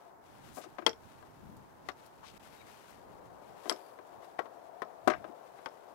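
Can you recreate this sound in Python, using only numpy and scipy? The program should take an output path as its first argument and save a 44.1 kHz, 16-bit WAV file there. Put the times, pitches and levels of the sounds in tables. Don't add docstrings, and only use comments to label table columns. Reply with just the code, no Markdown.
import sys
import numpy as np
from scipy import signal
from scipy.fft import rfft, irfft
from scipy.io import wavfile
from scipy.ndimage import uniform_filter1d

SR = 44100
rng = np.random.default_rng(int(sys.argv[2]) if len(sys.argv) > 2 else 0)


def digitize_waveform(pressure):
    field = np.atleast_2d(pressure).T
    bounded = np.clip(field, -1, 1)
    quanta = np.round(bounded * 32767).astype(np.int16)
    wavfile.write(sys.argv[1], SR, quanta)


N = 261954
NOW = np.arange(N) / SR
T = np.arange(SR // 4) / SR

# (peak time [s], half length [s], level at the coat [dB], level ten metres off [dB])
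GUSTS = [(0.423, .12, -64, -56.5), (1.2, 0.37, -70.5, -57), (1.62, 0.2, -57.5, -60),
         (2.347, 0.39, -65, -64), (3.048, 0.12, -62, -57.5), (3.297, 0.19, -75.5, -59),
         (4.162, 0.033, -79.5, -59), (5.15, 0.081, -60, -57)]
# (peak time [s], half length [s], level [dB])
DRONE_SWELLS = [(.06, 0.14, -61), (3.7, .25, -58), (4.95, 0.57, -50.5)]
COAT_MOVES = [(.05, 0.044, -62.5), (.29, .04, -61), (.46, .11, -59.5), (1.17, 0.12, -63), (2.03, .05, -59),
              (2.33, .06, -55), (2.65, 0.25, -56), (2.92, .06, -57.5), (3.68, 0.12, -56),
              (4.26, 0.047, -63.5), (5.62, 0.13, -64.5)]
# (peak time [s], half length [s], level [dB], centre [Hz], width [Hz])
SCUFFS = [(0.576, 0.024, -50.5, 7800, 11000), (0.636, 0.014, -50, 2820, 5830),
          (2.241, 0.0077, -46, 940, 700), (2.277, 0.025, -52.5, 3100, 4000), (2.6, 0.022, -64, 3820, 200),
          (2.616, .008, -55, 2310, 260), (3.69, 0.032, -57, 5960, 10000), (3.84, 0.064, -70.5, 4620, 500),
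          (3.845, 0.084, -68.5, 11000, 6000)]
# (time [s], level [dB], bass cut-off [Hz], contact cut-off [Hz])
LEAF_KNOCKS = [(0.5690, -40.5, 200, 1100), (0.5770, -38.5, 300, 1210), (0.6020, -46, 400, 1200),
               (0.6380, -45, 700, 1300), (0.6560, -49, 110, 500), (0.7836, -34, 240, 5000),
               (0.8214, -43, 300, 3000), (1.2250, -50, 800, 1400), (3.6560, -37.5, 250, 1010),
               (3.6730, -39, 250, 900), (3.7120, -31, 250, 2000), (3.987, -45.5, 198, 2500),
               (4.2250, -47, 490, 1500), (5.1340, -32, 1300, 2200), (5.2420, -38.5, 130, 2110),
               (5.286, -49, 100, 400), (5.5870, -49, 400, 3000)]
# (time [s], bar [dB], steel chatter [dB], stile [dB], stile bass cut-off [Hz], lever [dB])
LATCH_STRIKES = [(0.8643, -19.5, -25, -19.5, 130, -45.5), (3.6955, -30.5, -25.5, -29, 600, -37.5),
                 (5.6590, -47.5, -51, -42.5, 300, -81)]
# (time [s], level [dB])
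FASTENING_TICKS = [(1.567, -61), (2.061, -57.5), (2.904, -61), (4.067, -65.5)]
# (time [s], level [dB], contact cut-off [Hz], clack pitch [Hz], grit [dB])
STEPS = [(1.8870, -31.5, 3500, 743, -38), (4.386, -44, 2450, 700, -60), (4.3906, -25.5, 2810, 716, -43.5),
         (4.4565, -44, 2490, 700, -59), (4.8189, -30.5, 2200, 672, -42.5), (5.6590, -32, 1600, 576.5, -44)]

# (frequency [Hz], level [dB], t60 [s])
LEAF_MODES = [(167, -20.5, 0.1), (233.6, -9.5, .11), (316, 0.5, 0.085), (346, -1.5, 0.11), (382, -4, 0.14),
              (476, -11, .09), (545, -9.5, 0.075), (622, -0.5, 0.12), (700, 1, 0.077), (748, -0.5, 0.061),
              (1019, -2, 0.07), (1160, -2.5, 0.064), (1227, -8.5, 0.054), (1260, -0.5, 0.057),
              (1491, -4.5, 0.042), (1600, -3, 0.066), (2035, -6.5, 0.034)]
STILE_MODES = [(344.5, -2.5, 0.087), (375.7, -4, .08), (454, 7, .12), (639, 0.5, 0.084), (715, -9.5, .06),
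               (876, 4, 0.07), (1068, 0, .06), (1266, -3.5, .05), (1360, 0.5, 0.061), (1490, -6, 0.084),
               (1647, -8.5, 0.073), (1780, -5.5, 0.019), (2036, 2.5, 0.04), (2280, -1, 0.033)]
BAR_MODES = [(3220, 0, .027), (3480, -2.5, .019)]
STEEL_MODES = [(4000, -11.5, .03), (4620, -3.5, 0.023), (5180, 0, 0.0272), (5300, -7.5, 0.02),
               (5820, 1, 0.0256), (7260, -4.5, 0.038), (8894, -6.5, .025)]
LEVER_MODES = [(4610, -12, 0.073), (7850, -0.5, .08), (10680, 6, 0.06), (11400, -9, .16)]
# (multiple of its pitch [ratio], level [dB], t60 [s])
CLACK_MODES = [(.68, -7.5, .06), (1, -2, 0.051), (1.55, -0.5, 0.073), (1.9, -8.5, 0.099),
               (2.68, -1.5, 0.044)]

# (frequency [Hz], level [dB])
WIND_COLOUR = [(20, -17.5), (50, -5), (120, 1), (280, -2), (450, -16), (900, -32.5), (3000, -43)]
COUNTRY_COLOUR = [(30, -32), (120, -8.5), (280, -6), (380, 0.5), (520, -4.5), (680, 0), (930, 1.5),
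                  (1150, -5.5), (1650, -10.5), (2100, -19), (2800, -28.5), (6000, -30), (10000, -32.5),
                  (15000, -30)]
RUSH_COLOUR = [(100, -30), (250, -8), (400, -1.5), (560, 3), (700, 1.5), (850, 1.5), (1100, -4.5),
               (1500, -14.5), (2500, -32), (6000, -49.5)]
CLOTH_COLOUR = [(100, -15.5), (400, 7.5), (1500, 5), (2500, 2), (5000, -4), (9000, -8), (13000, -9),
                (16000, -18.5)]
WOOD_COLOUR = [(80, -36), (170, -14.5), (330, -1.5), (800, -8), (1500, -11), (2400, -11), (3500, -22),
               (6000, -28), (15000, -42)]
CRACK_COLOUR = [(400, -4.5), (2000, 2.5), (3500, -2), (6000, -9.5), (9000, -15), (15500, -21)]
METAL_COLOUR = [(400, -17), (2400, -3), (3200, 0.5), (3900, 3), (5000, 7.5), (6500, -9), (9500, -14),
                (11000, -12), (15500, -25)]
SOLE_COLOUR = [(70, -45), (200, -5.5), (500, 4.5), (1100, 4), (1900, -1), (2600, -10), (5000, -22),
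               (9000, -21), (15000, -30)]
# (frequency [Hz], gain [dB])
FAR_RESPONSE = [(150, -29), (1000, -30.5), (2500, -31), (3300, -27.5), (4400, -18.5), (4950, -21),
                (5400, -8), (6100, -20.5), (7500, -17), (8700, -35.5), (13000, -21)]


def amp(db):
    return 10 ** (np.asarray(db) / 20)


def gain_at(colour, hz):
    points_hz, db = np.transpose(colour)
    return amp(np.interp(np.log(hz + 1), np.log(points_hz), db))


def noise(colour, size):
    white = rfft(rng.standard_normal(size))
    x = irfft(white * gain_at(colour, np.fft.rfftfreq(size, 1 / SR)), size)
    return x / x.std()


def resonance(hz, width_hz):
    b, a = signal.iirpeak(hz, hz / width_hz, fs=SR)
    x = signal.lfilter(b, a, signal.lfilter(b, a, rng.standard_normal(N)))
    return x / x.std()


def wander(rate_hz):
    hold = int(SR / rate_hz)
    stairs = np.repeat(rng.standard_normal(N // hold + 1), hold)
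    return 1.3 * uniform_filter1d(uniform_filter1d(stairs, hold), hold)[:N]


def swell(s, half_s, db):
    return amp(db) * np.exp(-((NOW - s) / half_s) ** 2 / 2)


def swells(rows, bed):
    return np.sqrt(bed ** 2 + sum(swell(*row) ** 2 for row in rows))


def ramp(s, takes_s):
    return (1 + np.tanh((NOW - s) / takes_s)) / 2


def lowpass(x, hz, order=2):
    return signal.sosfilt(signal.butter(order, hz, fs=SR, output="sos"), x)


def highpass(x, hz):
    return signal.sosfilt(signal.butter(2, hz, "high", fs=SR, output="sos"), x)


def fade(t60):
    return amp(-60 * T / t60)


def level(x, db):
    return x * amp(db) / np.sqrt(np.mean(x[:SR // 100] ** 2))


def ring(modes, spread_db=1.6):
    luck_db = spread_db * rng.standard_normal(len(modes))
    partials = [(-1) ** k * amp(db + luck_db[k]) * fade(t60) * np.sin(2 * np.pi * hz * T)
                for k, (hz, db, t60) in enumerate(modes)]
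    return level(sum(partials), 0)


def burst(colour, t60_low, t60_high, split_hz, rise_s=0.00033):
    x = noise(colour, len(T))
    low = lowpass(x, split_hz, order=1)
    attack = 1 - np.exp(-T / rise_s)
    return level((low * fade(t60_low) + (x - low) * fade(t60_high)) * attack, 0)


def add(track, s, x):
    i = int(s * SR)
    track[i:i + len(x)] += x[:N - i]


def wind(gusts, calm_db, buffet_db=3.0, country_db=-59.0, waver_db=0.3):
    buffeting = swells(gusts, amp(calm_db)) * noise(WIND_COLOUR, N) * amp(buffet_db * wander(13))
    country = amp(country_db - waver_db * wander(4)) * noise(COUNTRY_COLOUR, N)
    return buffeting + country


def distant_rush(sheltered_db=-62, open_db=-52, through_s=2.94, waver_db=1.5):
    rush_db = sheltered_db + (open_db - sheltered_db) * ramp(through_s, takes_s=0.15)
    rush = amp(rush_db) * noise(RUSH_COLOUR, N)
    drone = swells(DRONE_SWELLS, bed=0) * resonance(hz=695, width_hz=90)
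    return (rush + drone) * amp(waver_db * wander(12))


def whine(hz=14070, drift_hz=15, db=-83):
    return amp(db) * np.sin(2 * np.pi * np.cumsum(hz + drift_hz * wander(40)) / SR)


def rubbing(rustle_db=-65.5, flutter_db=1.7, fibre_db=1.5):
    walking = amp(rustle_db) * ramp(s=0.25, takes_s=.01)
    out = swells(COAT_MOVES, walking) * noise(CLOTH_COLOUR, N) * amp(flutter_db * wander(35))
    for s, half_s, db, hz, width_hz in SCUFFS:
        out += swell(s, half_s, db) * resonance(hz, width_hz)
    return out * amp(fibre_db * wander(500))


def leaf_blow(db, low_hz, contact_hz, grain_db=-6):
    body = ring(LEAF_MODES) + amp(grain_db) * burst(WOOD_COLOUR, 0.16, 0.064, 900, rise_s=0.0013)
    return level(highpass(lowpass(body, contact_hz), low_hz), db)


def crack(db, top_hz):
    return lowpass(amp(db) * burst(CRACK_COLOUR, 0.052, 0.057, 4000), top_hz)


def leaf_knocks(crack_relative_db=-15):
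    out = np.zeros(N)
    for s, db, low_hz, contact_hz in LEAF_KNOCKS:
        add(out, s, leaf_blow(db, low_hz, contact_hz) + crack(db + crack_relative_db, top_hz=4200))
    return out


def latch(contact_s=0.0024, chatter_db=4, tail_db=-4, grain_db=-7, rebound_s=.066, rebound_db=-32.5):
    out = np.zeros(N)
    contact = np.sin(np.pi * np.minimum(T / contact_s, 1))
    for s, bar_db, steel_db, stile_db, low_hz, lever_db in LATCH_STRIKES:
        for lag_s, db in (0, 0), (rebound_s, rebound_db):
            chatter = level(noise(METAL_COLOUR, len(T)) * contact, chatter_db)
            steel = ring(STEEL_MODES) + chatter + amp(tail_db) * burst(METAL_COLOUR, 0.081, 0.075, 4000)
            wood = ring(STILE_MODES) + amp(grain_db) * burst(WOOD_COLOUR, 0.13, 0.068, 900, rise_s=.002)
            stile = level(highpass(wood, low_hz), stile_db)
            bar = amp(bar_db) * ring(BAR_MODES)
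            lever = amp(lever_db) * ring(LEVER_MODES)
            add(out, s + lag_s, amp(db) * (bar + level(steel, steel_db) + stile + lever))
    return out


def fastenings(t60=0.048, low_hz=3000):
    out = np.zeros(N)
    for s, db in FASTENING_TICKS:
        tick = highpass(rng.standard_normal(len(T)), low_hz) * fade(t60)
        add(out, s, level(tick, db))
    return out


def footsteps(thud_db=-2, low_hz=90):
    out = np.zeros(N)
    for s, db, contact_hz, pitch_hz, grit_db in STEPS:
        clack = ring([(ratio * pitch_hz, mode_db, t60) for ratio, mode_db, t60 in CLACK_MODES])
        thud = amp(thud_db) * burst(SOLE_COLOUR, 0.1, 0.03, 530, rise_s=0.0012)
        heel = highpass(lowpass(clack + thud, contact_hz), low_hz)
        grit = amp(grit_db) * burst(CRACK_COLOUR, 0.06, 0.017, 3800)
        add(out, s, level(heel, db) + grit)
    return out


def slam(s=5.0735, contacts=3, first_gap_s=.0245, gap_shrink=.66, frame_lag_s=.002, slat_lag_s=0.00552):
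    out = np.zeros(N)
    damping = fade(t60=.25)
    for k in range(contacts):
        thud = leaf_blow(db=-13.5 - 10.5 * k, low_hz=130 * 2 ** k, contact_hz=1260)
        slats = leaf_blow(db=-21 - 5.5 * k, low_hz=960, contact_hz=1710)
        frame = crack(db=-30 - 6 * k, top_hz=16000 * 0.46 ** k)
        add(out, s, thud * damping)
        add(out, s + frame_lag_s, frame)
        add(out, s + slat_lag_s, slats * damping)
        s += first_gap_s * gap_shrink ** k
    return out


def ten_metres_off(x, delay_s=.0288, scatter_db=-6, scatter_t60=.13):
    tail = rng.standard_normal(len(T)) * fade(scatter_t60)
    response = (T == 0) + amp(scatter_db) * tail / np.linalg.norm(tail)
    scattered = signal.fftconvolve(x, response)[:N]
    hz = np.fft.rfftfreq(N, 1 / SR)
    delay = np.exp(-2j * np.pi * hz * delay_s)
    return irfft(rfft(scattered) * gain_at(FAR_RESPONSE, hz) * delay, N)


def scene():
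    blows = latch() + leaf_knocks() + slam() + footsteps() + fastenings()
    near_gusts = [(s, half_s, db) for s, half_s, db, _ in GUSTS]
    far_gusts = [(s, half_s, db) for s, half_s, _, db in GUSTS]
    near = blows + rubbing() + distant_rush() + wind(near_gusts, calm_db=-74)
    dip_s, dip_half_s = 2.388, .008
    near *= 1 - uniform_filter1d(1. * (abs(NOW - dip_s) < dip_half_s), size=100)
    far = ten_metres_off(blows) + wind(far_gusts, calm_db=-75.5) + whine()
    return np.array([near, far])


def record(dry):
    top_hz = 15800
    return signal.sosfilt(signal.ellip(10, .2, 70, top_hz, fs=SR, output="sos"), dry)


dry = scene()
out = record(dry)
digitize_waveform(out)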